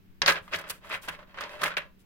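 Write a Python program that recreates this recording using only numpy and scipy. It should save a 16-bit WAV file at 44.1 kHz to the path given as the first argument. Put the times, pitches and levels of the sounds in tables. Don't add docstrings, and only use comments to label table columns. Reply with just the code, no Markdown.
import sys
import numpy as np
from scipy import signal
from scipy.fft import rfft, irfft, next_fast_len
from scipy.io import wavfile
from scipy.ndimage import map_coordinates

SR = 44100
rng = np.random.default_rng(int(sys.argv[2]) if len(sys.argv) > 2 else 0)


def file_out(sig):
    cols = np.atleast_2d(sig).T
    lim = np.clip(cols, -1, 1)
    pcm = np.round(lim * 32767).astype(np.int16)
    wavfile.write(sys.argv[1], SR, pcm)


def invert_db(x):
    u = np.asarray(x, float) / 20
    return 10 ** u


N = 90404


def unit(x):
    return x / np.sqrt(np.mean(x ** 2) + 1e-20)


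def along(points, hz):
    f, value = np.transpose(points)
    return np.interp(np.log(hz + 1), np.log(f + 1), value)


def filtered(x, response):
    n = x.shape[-1]
    padded = next_fast_len(n + 8192)
    hz = np.fft.rfftfreq(padded, 1 / SR)
    return irfft(rfft(x, padded) * response(hz), padded)[..., :n]


def coloured(x, points):
    return filtered(x, lambda hz: invert_db(along(points, hz)))


def resonance(f, centre, width):
    return 1j * f * width / (centre ** 2 - f * f + 1j * f * width)


def resonant(x, modes):
    def response(f):
        return sum((-1) ** k * invert_db(db) * resonance(f, centre, width)
                   for k, (centre, width, db) in enumerate(modes))
    return filtered(x, response)


def pair(shape, alike):
    noise = rng.standard_normal(shape[:-1] + (3, shape[-1]))
    return np.sqrt(alike) * noise[..., :1, :] + np.sqrt(1 - alike) * noise[..., 1:, :]


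def dying(count, colour, decay, alike):
    noise = coloured(pair((count, SR // 4), alike), colour)
    hz, t, z = signal.stft(noise, SR, nperseg=128)
    z = z / np.sqrt(2 * np.mean(np.sum(abs(z) ** 2, axis=-2)) / 1.5)
    fade = invert_db(-60 * t / along(decay, hz)[:, None])
    return signal.istft(z * fade, SR, nperseg=128)[1][..., :SR // 4]


def strokes(rows, peak_at=0.95):
    t = np.arange(N) / SR
    gain = 0
    for start, length, db in rows:
        swell = np.sin(np.pi * np.clip((t - start) / length, 0, 1) ** peak_at)
        gain = gain + invert_db(db) * (swell ** 2) ** (1.24 / 2)
    return gain


def contacts(per_s, spread_db):
    hit, size, sign = rng.random((3, N))
    strength = invert_db(-spread_db * np.log(size + .02))
    return unit((hit < per_s / SR) * strength * np.sign(sign - .5))


# (frequency [Hz], level [dB per Hz])
FLOOR_COLOUR = [(18, -7.5), (45, -13.5), (100, -20), (190, -21), (400, -25.5), (560, -38.5), (2500, -39.5),
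                (9000, -56), (14500, -47)]
# (frequency [Hz], likeness [0-1])
FLOOR_LIKENESS = [(35, 0), (90, .9), (300, .5), (640, 0)]


def floor():
    def mid_and_side(hz):
        turn = np.arccos(np.clip(along(FLOOR_LIKENESS, hz), -1, 1)) / 2
        return invert_db(along(FLOOR_COLOUR, hz)) * np.array([np.cos(turn), np.sin(turn)])
    mid, side = filtered(rng.standard_normal((2, N)), mid_and_side)
    rows = np.repeat([[0], [1]], N, 1)
    steps = np.tile(np.arange(N) * 12 / SR, (2, 1))
    sway_db, sway_rad = map_coordinates(rng.standard_normal((2, 40)), [rows, steps]) * [[1.5], [.4]]
    phase = 2 * np.pi * 187 * np.arange(N) / SR + sway_rad
    hum = invert_db(-66 + sway_db) * np.sqrt(2) * np.sin(phase)
    return invert_db(-57) * unit(np.array([mid + side, mid - side])) + hum


def room(x):
    t60_s = 0.29
    colour = [(100, -14.5), (500, -7.5), (3000, -10), (10000, -11.5)]
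    tail = dying(1, colour, [(300, t60_s), (8000, 0.64 * t60_s)], 0.19)[0]
    delayed = np.pad(x.mean(0), (300, 0))[None]
    return signal.fftconvolve(delayed, tail / np.linalg.norm(tail[0]), axes=1)[:, :N]


# (time [s], level [dB], dull thud over the note [dB])
TABLE_BUMPS = [
    (.22, -40, -7),
    (0.284, -35, 1.5),
    (0.407, -59, 16),
    (0.549, -43.5, 6.5),
    (0.701, -55, 9),
    (0.932, -53.5, 11),
    (1.089, -46, -2.5),
    (1.617, -41, -3),
    (1.658, -46, 5),
    (1.768, -50.5, -2),
]


def bumps():
    start, db, dull_db = np.transpose(TABLE_BUMPS)[:, :, None]
    t = np.maximum(np.arange(N) / SR - start, 0)
    note = invert_db(-60 * t / 0.28) * np.sin(2 * np.pi * 163.9 * t)
    dull = invert_db(dull_db - 60 * t / 0.11) * np.sin(2 * np.pi * 89.3 * t)
    rise = 1 - np.exp(-t / 0.0081)
    return np.sum(invert_db(db) * rise * (note + dull), axis=0)


# (time [s], length [s], level [dB], pitch [Hz])
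BOTTOM_BOOMS = [
    (0.271, 0.043, -31, 570),
    (1.484, 0.14, -49.5, 597),
    (1.651, 0.032, -34, 602.5),
    (1.766, 0.02, -38.5, 612.4),
]


def booms():
    t = np.arange(N) / SR
    return sum(strokes([(start, length, db)]) * np.sqrt(2) * np.sin(2 * np.pi * hz * t)
               for start, length, db, hz in BOTTOM_BOOMS)


# (time [s], length [s], level [dB])
GRIT_RUBS = [(.261, 0.045, -36.5), (.277, 0.077, -37), (.41, 0.15, -65.5), (.52, 0.033, -64),
             (.545, 0.037, -44), (.584, 0.024, -46), (.61, 0.014, -51.5), (.675, 0.024, -56),
             (.689, 0.008, -44), (.696, 0.025, -31), (.72, 0.084, -58.5), (.84, 0.066, -60.5),
             (.89, 0.022, -52.5), (.92, 0.07, -49.5), (1.015, 0.074, -50), (1.083, 0.024, -43),
             (1.11, 0.063, -60.5), (1.405, 0.022, -46.5), (1.48, 0.16, -62.5), (1.612, 0.024, -43),
             (1.633, 0.019, -30.5), (1.65, 0.056, -44.5), (1.77, 0.027, -44.5), (1.99, 0.049, -66.5)]
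# (frequency [Hz], level [dB per Hz])
GRIT_TONE = [(1760, -33), (3000, -4), (3730, -8), (6710, -10.5), (7400, -9), (12700, -10.5), (16000, -12.5)]


def grit():
    alike = 0.22
    common, left, right = (contacts(per_s=5000, spread_db=4) for _ in range(3))
    crackle = np.sqrt(alike) * common + np.sqrt(1 - alike) * np.array([left, right])
    return strokes(GRIT_RUBS, peak_at=0.53) * unit(coloured(crackle, GRIT_TONE))


# (frequency [Hz], width [Hz], level [dB])
BOTTOM_MODES = [(298, 152, -13), (518, 20, -4.5), (534, 35, -5), (602.4, 41, 1.5), (1020, 88, -1.5)]


def drum(x):
    return resonant(x, BOTTOM_MODES)


CONTACT_S = .0005
TRAY_ALIKE = 0.31
# (frequency [Hz], level [dB per Hz])
TRAY_TONE = [(250, -23.5), (420, 2), (560, 1.5), (750, -4.5), (1600, 0.5), (3200, -2), (5500, -13),
             (9000, -22), (14000, -23.5)]
# (frequency [Hz], t60 [s])
TRAY_RING = [(400, 0.12), (1500, 0.19), (3000, 0.12), (6000, 0.043), (12000, 0.0096)]
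# (time [s], length [s], level [dB], bottom drumming over it [dB])
STONE_ROLLS = [(0.254, 0.073, -21.5, -12), (0.27, 0.015, -31.5, -21), (0.318, 0.086, -38, -9),
               (0.422, 0.2, -57.5, -5), (0.509, 0.062, -35, -7.5), (0.561, 0.075, -43.5, -0.5),
               (0.614, 0.13, -51, -2.5), (0.668, 0.14, -57, -11.5), (0.8, 0.19, -50, -3),
               (0.895, 0.077, -35.5, -11.5), (0.948, 0.077, -62.5, 2), (1.016, 0.067, -48, -7),
               (1.073, 0.027, -34, -8.5), (1.096, 0.077, -47, -11), (1.157, 0.094, -56.5, 3),
               (1.257, 0.096, -58, -4.5), (1.334, 0.12, -51, 0), (1.393, 0.097, -41, -4.5),
               (1.462, 0.15, -48, -1), (1.585, 0.096, -38.5, -2.5), (1.641, 0.039, -35, -4.5),
               (1.675, 0.067, -42.5, -7.5), (1.786, .1, -58, -0.5), (.218, 0.026, -38, 2.5),
               (1.771, 0.023, -41, -1), (1.634, 0.034, -50.5, 1)]


def rolling():
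    per_s, spread_db = 2400, 2.5
    short_ring = [(hz, .24 * t60) for hz, t60 in TRAY_RING]
    spots = dying(6, TRAY_TONE, short_ring, TRAY_ALIKE)
    spots = spots * np.minimum(np.arange(spots.shape[-1]) / SR / CONTACT_S, 1)
    spots = spots / np.linalg.norm(spots) * np.sqrt(2)
    push = strokes([row[:3] for row in STONE_ROLLS])
    swarm = np.array([push * contacts(per_s / len(spots), spread_db) for _ in spots])
    grind = signal.fftconvolve(swarm[:, None], spots, axes=-1).sum(0)[:, :N]
    shake = contacts(per_s, spread_db)
    drum_push = strokes([(start, length, db + over_db) for start, length, db, over_db in STONE_ROLLS])
    return grind + drum(shake * drum_push) / drum(shake).std()


# (frequency [Hz], level [dB])
EDGE_TONE = [(1500, -5), (2500, -2.5), (4000, 4), (6500, -4.5), (7600, -19.5), (12000, -30.5), (16000, -35)]
# (time [s],
# peak level [dB], sharp edge over it [dB], stone pitch [Hz], t60 while the heap damps the tray [s])
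STONE_KNOCKS = [(0.261, -19.5, 0.5, 1860, 0.5), (0.279, -15.5, -3.5, 1560, 0.24),
                (0.355, -23, -42, 1610, 0.14), (0.478, -37, -31, 1200, 0.089),
                (0.526, -29, -26, 1160, 0.15), (0.5348, -21, -13.5, 2550, 0.23),
                (0.5475, -23, -19.5, 2200, 0.052), (0.587, -32, -12, 1300, 0.34),
                (0.639, -34, -32, 1270, 0.34), (0.7, -26.5, -25, 1760, 0.23),
                (0.899, -32.5, -30, 1270, 0.58), (0.909, -30.5, -27.5, 2460, 0.49),
                (0.926, -27, -34, 1230, 0.24), (0.947, -27.5, -26.5, 2300, 0.39),
                (1.085, -24.5, -14, 1590, 0.4), (1.148, -38, -24, 2080, 0.091), (1.189, -40, -40, 1120, 1),
                (1.342, -37, -45, 1100, 0.73), (1.373, -30, -40, 1080, 0.52), (1.385, -28, -28, 1560, 0.18),
                (1.4087, -27, -10.5, 1385, 0.24), (1.437, -36, -3.5, 2030, 0.27),
                (1.493, -41.5, -6.5, 1850, 0.2), (1.658, -19.5, -20.5, 2170, 0.21),
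                (1.679, -24.5, -19.5, 1400, 0.25), (1.715, -28, -44, 1420, 0.38),
                (0.218, -19, -0.5, 1540, 0.83),
    (0.2827, -10.5, -11, 1595, 0.024),
    (1.6171, -27.5, -8.5, 1210, 0.19),
    (1.6331, -17.5, -18, 1366, 0.029),
    (1.6372, -11.5, -22.5, 1596, 0.031),
    (1.768, -18.5, -15, 2480, 0.37),
                (.2225, -23.5, -3, 2760, 0.12), (.29, -16, -5, 1610, 0.11), (.297, -17.5, -9, 2300, .12),
               (0.306, -17, -15, 1620, .12), (.322, -22, -9, 1550, 0.11), (0.365, -28.5, -22, 2300, 0.23),
               (.517, -39, -42, 2500, 0.11), (0.543, -24, -11, 1740, .1), (0.559, -35.5, -0.5, 2080, 0.1),
               (0.667, -43, -28, 1480, 0.23), (.845, -40.5, -32, 1230, .2), (0.916, -28.5, -33, 2500, 0.17),
               (.932, -33, -23, 1510, 0.064), (.941, -25.5, -22, 2460, .1), (.954, -31.5, -22, 1900, .12),
               (.974, -38, -30, 1490, 0.13), (1.039, -46, -25, 1510, 0.18),
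               (1.2274, -44.5, -37, 1300, 0.33), (1.424, -36, -26, 1990, 0.2),
               (1.553, -43.5, -22, 2600, .2), (1.58, -46, -30, 1470, .2), (1.591, -45, -29.5, 2300, 0.15),
               (1.664, -26.5, -15, 2090, 0.14), (1.704, -32.5, -33, 1400, 0.17),
               (1.738, -33, -35, 1415, .15), (1.7725, -22.5, -17, 1630, 0.13),
               (1.78, -26.5, -23, 2700, 0.25), (1.803, -38.5, -33, 2020, 0.16),
               (1.818, -37, -29.5, 1750, 0.22)]


def knocks():
    rows = np.array(STONE_KNOCKS)
    t = np.arange(SR // 4) / SR
    pitch = rows[:, 3, None, None]
    tint = invert_db(4)
    tray = dying(len(rows), TRAY_TONE, TRAY_RING, TRAY_ALIKE)
    tray = filtered(tray, lambda f: 1 + tint * resonance(f, pitch, .8 * pitch)) / tint
    edge = unit(coloured(pair((len(rows), len(t)), TRAY_ALIKE), EDGE_TONE)) * invert_db(-60 * t / 0.024)
    thump = drum(np.eye(1, len(t))[0])
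    thump = thump / thump.max()
    stone_env = invert_db(-60 * t / .012) * (1 - np.exp(-t / .0006))
    out = np.zeros((2, N + SR))
    for k, (start, db, edge_db, stone_hz, damp_s) in enumerate(rows):
        stone = stone_env * np.sin(2 * np.pi * stone_hz * t)
        metal = (invert_db(-8) * tray[k] + invert_db(-22.5) * thump) * invert_db(-60 * t / damp_s)
        knock = metal + invert_db(6.5) * stone + invert_db(4.5 + edge_db) * edge[k]
        speed = invert_db(.35 * edge_db)
        build = np.sin(np.pi / 2 * np.minimum(t / CONTACT_S * speed, 1)) ** 2
        first = round(start * SR)
        out[:, first:first + len(t)] += invert_db(db) * knock * build
    return out[:, :N]


# (frequency [Hz], width [Hz], level [dB])
CLEAR_MODES = [(840, 15, -3), (1011, 7.3, 7.5), (1176, 14, 0.5), (1290, 8.3, -0.5), (1555, 17, -12),
               (1683, 15, 10.5), (2030, 35, 0.5), (2300, 21, 1.5), (2500, 13, -13.5), (2860, 43, 0),
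               (2917, 21, 1.5), (3610, 35, 4.5), (4170, 12, -15)]
# (frequency [Hz], level of the difference [dB])
PORT_WIDTH = [(700, -5.5), (1300, 1)]
# (frequency [Hz], left over right [dB])
PORT_LEAN = [(300, 0), (700, -0.3), (1400, -3), (2800, .5), (8000, 2), (14000, 1.5)]


def at_ports(near):
    def response(hz):
        level = invert_db(along(PORT_LEAN, hz) * np.array([[.5], [-.5]]))
        delay_s = np.array([[0], [0.000098]])
        return level * np.exp(-2j * np.pi * hz * delay_s) * (1j * hz / (1j * hz + 40)) ** 2
    return filtered(near, response)


def scene():
    tray = knocks() + rolling()
    tray = tray + invert_db(-6.5) * resonant(tray, CLEAR_MODES)
    side = coloured((tray[0] - tray[1]) / 2, PORT_WIDTH)
    near = tray.mean(0) + side * [[1], [-1]]
    near = at_ports(near + booms() + grit() + bumps())
    return near + invert_db(-13) * room(near) + floor()


def low_pass(x):
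    return signal.sosfilt(signal.butter(12, 16970, fs=SR, output="sos"), x)


def record(dry):
    limited = dry / (1 + (dry / .8) ** 4) ** (1 / 4)
    mix = filtered(limited, lambda hz: hz < 15900)
    return low_pass(mix)


dry = scene()
out = record(dry)
file_out(out)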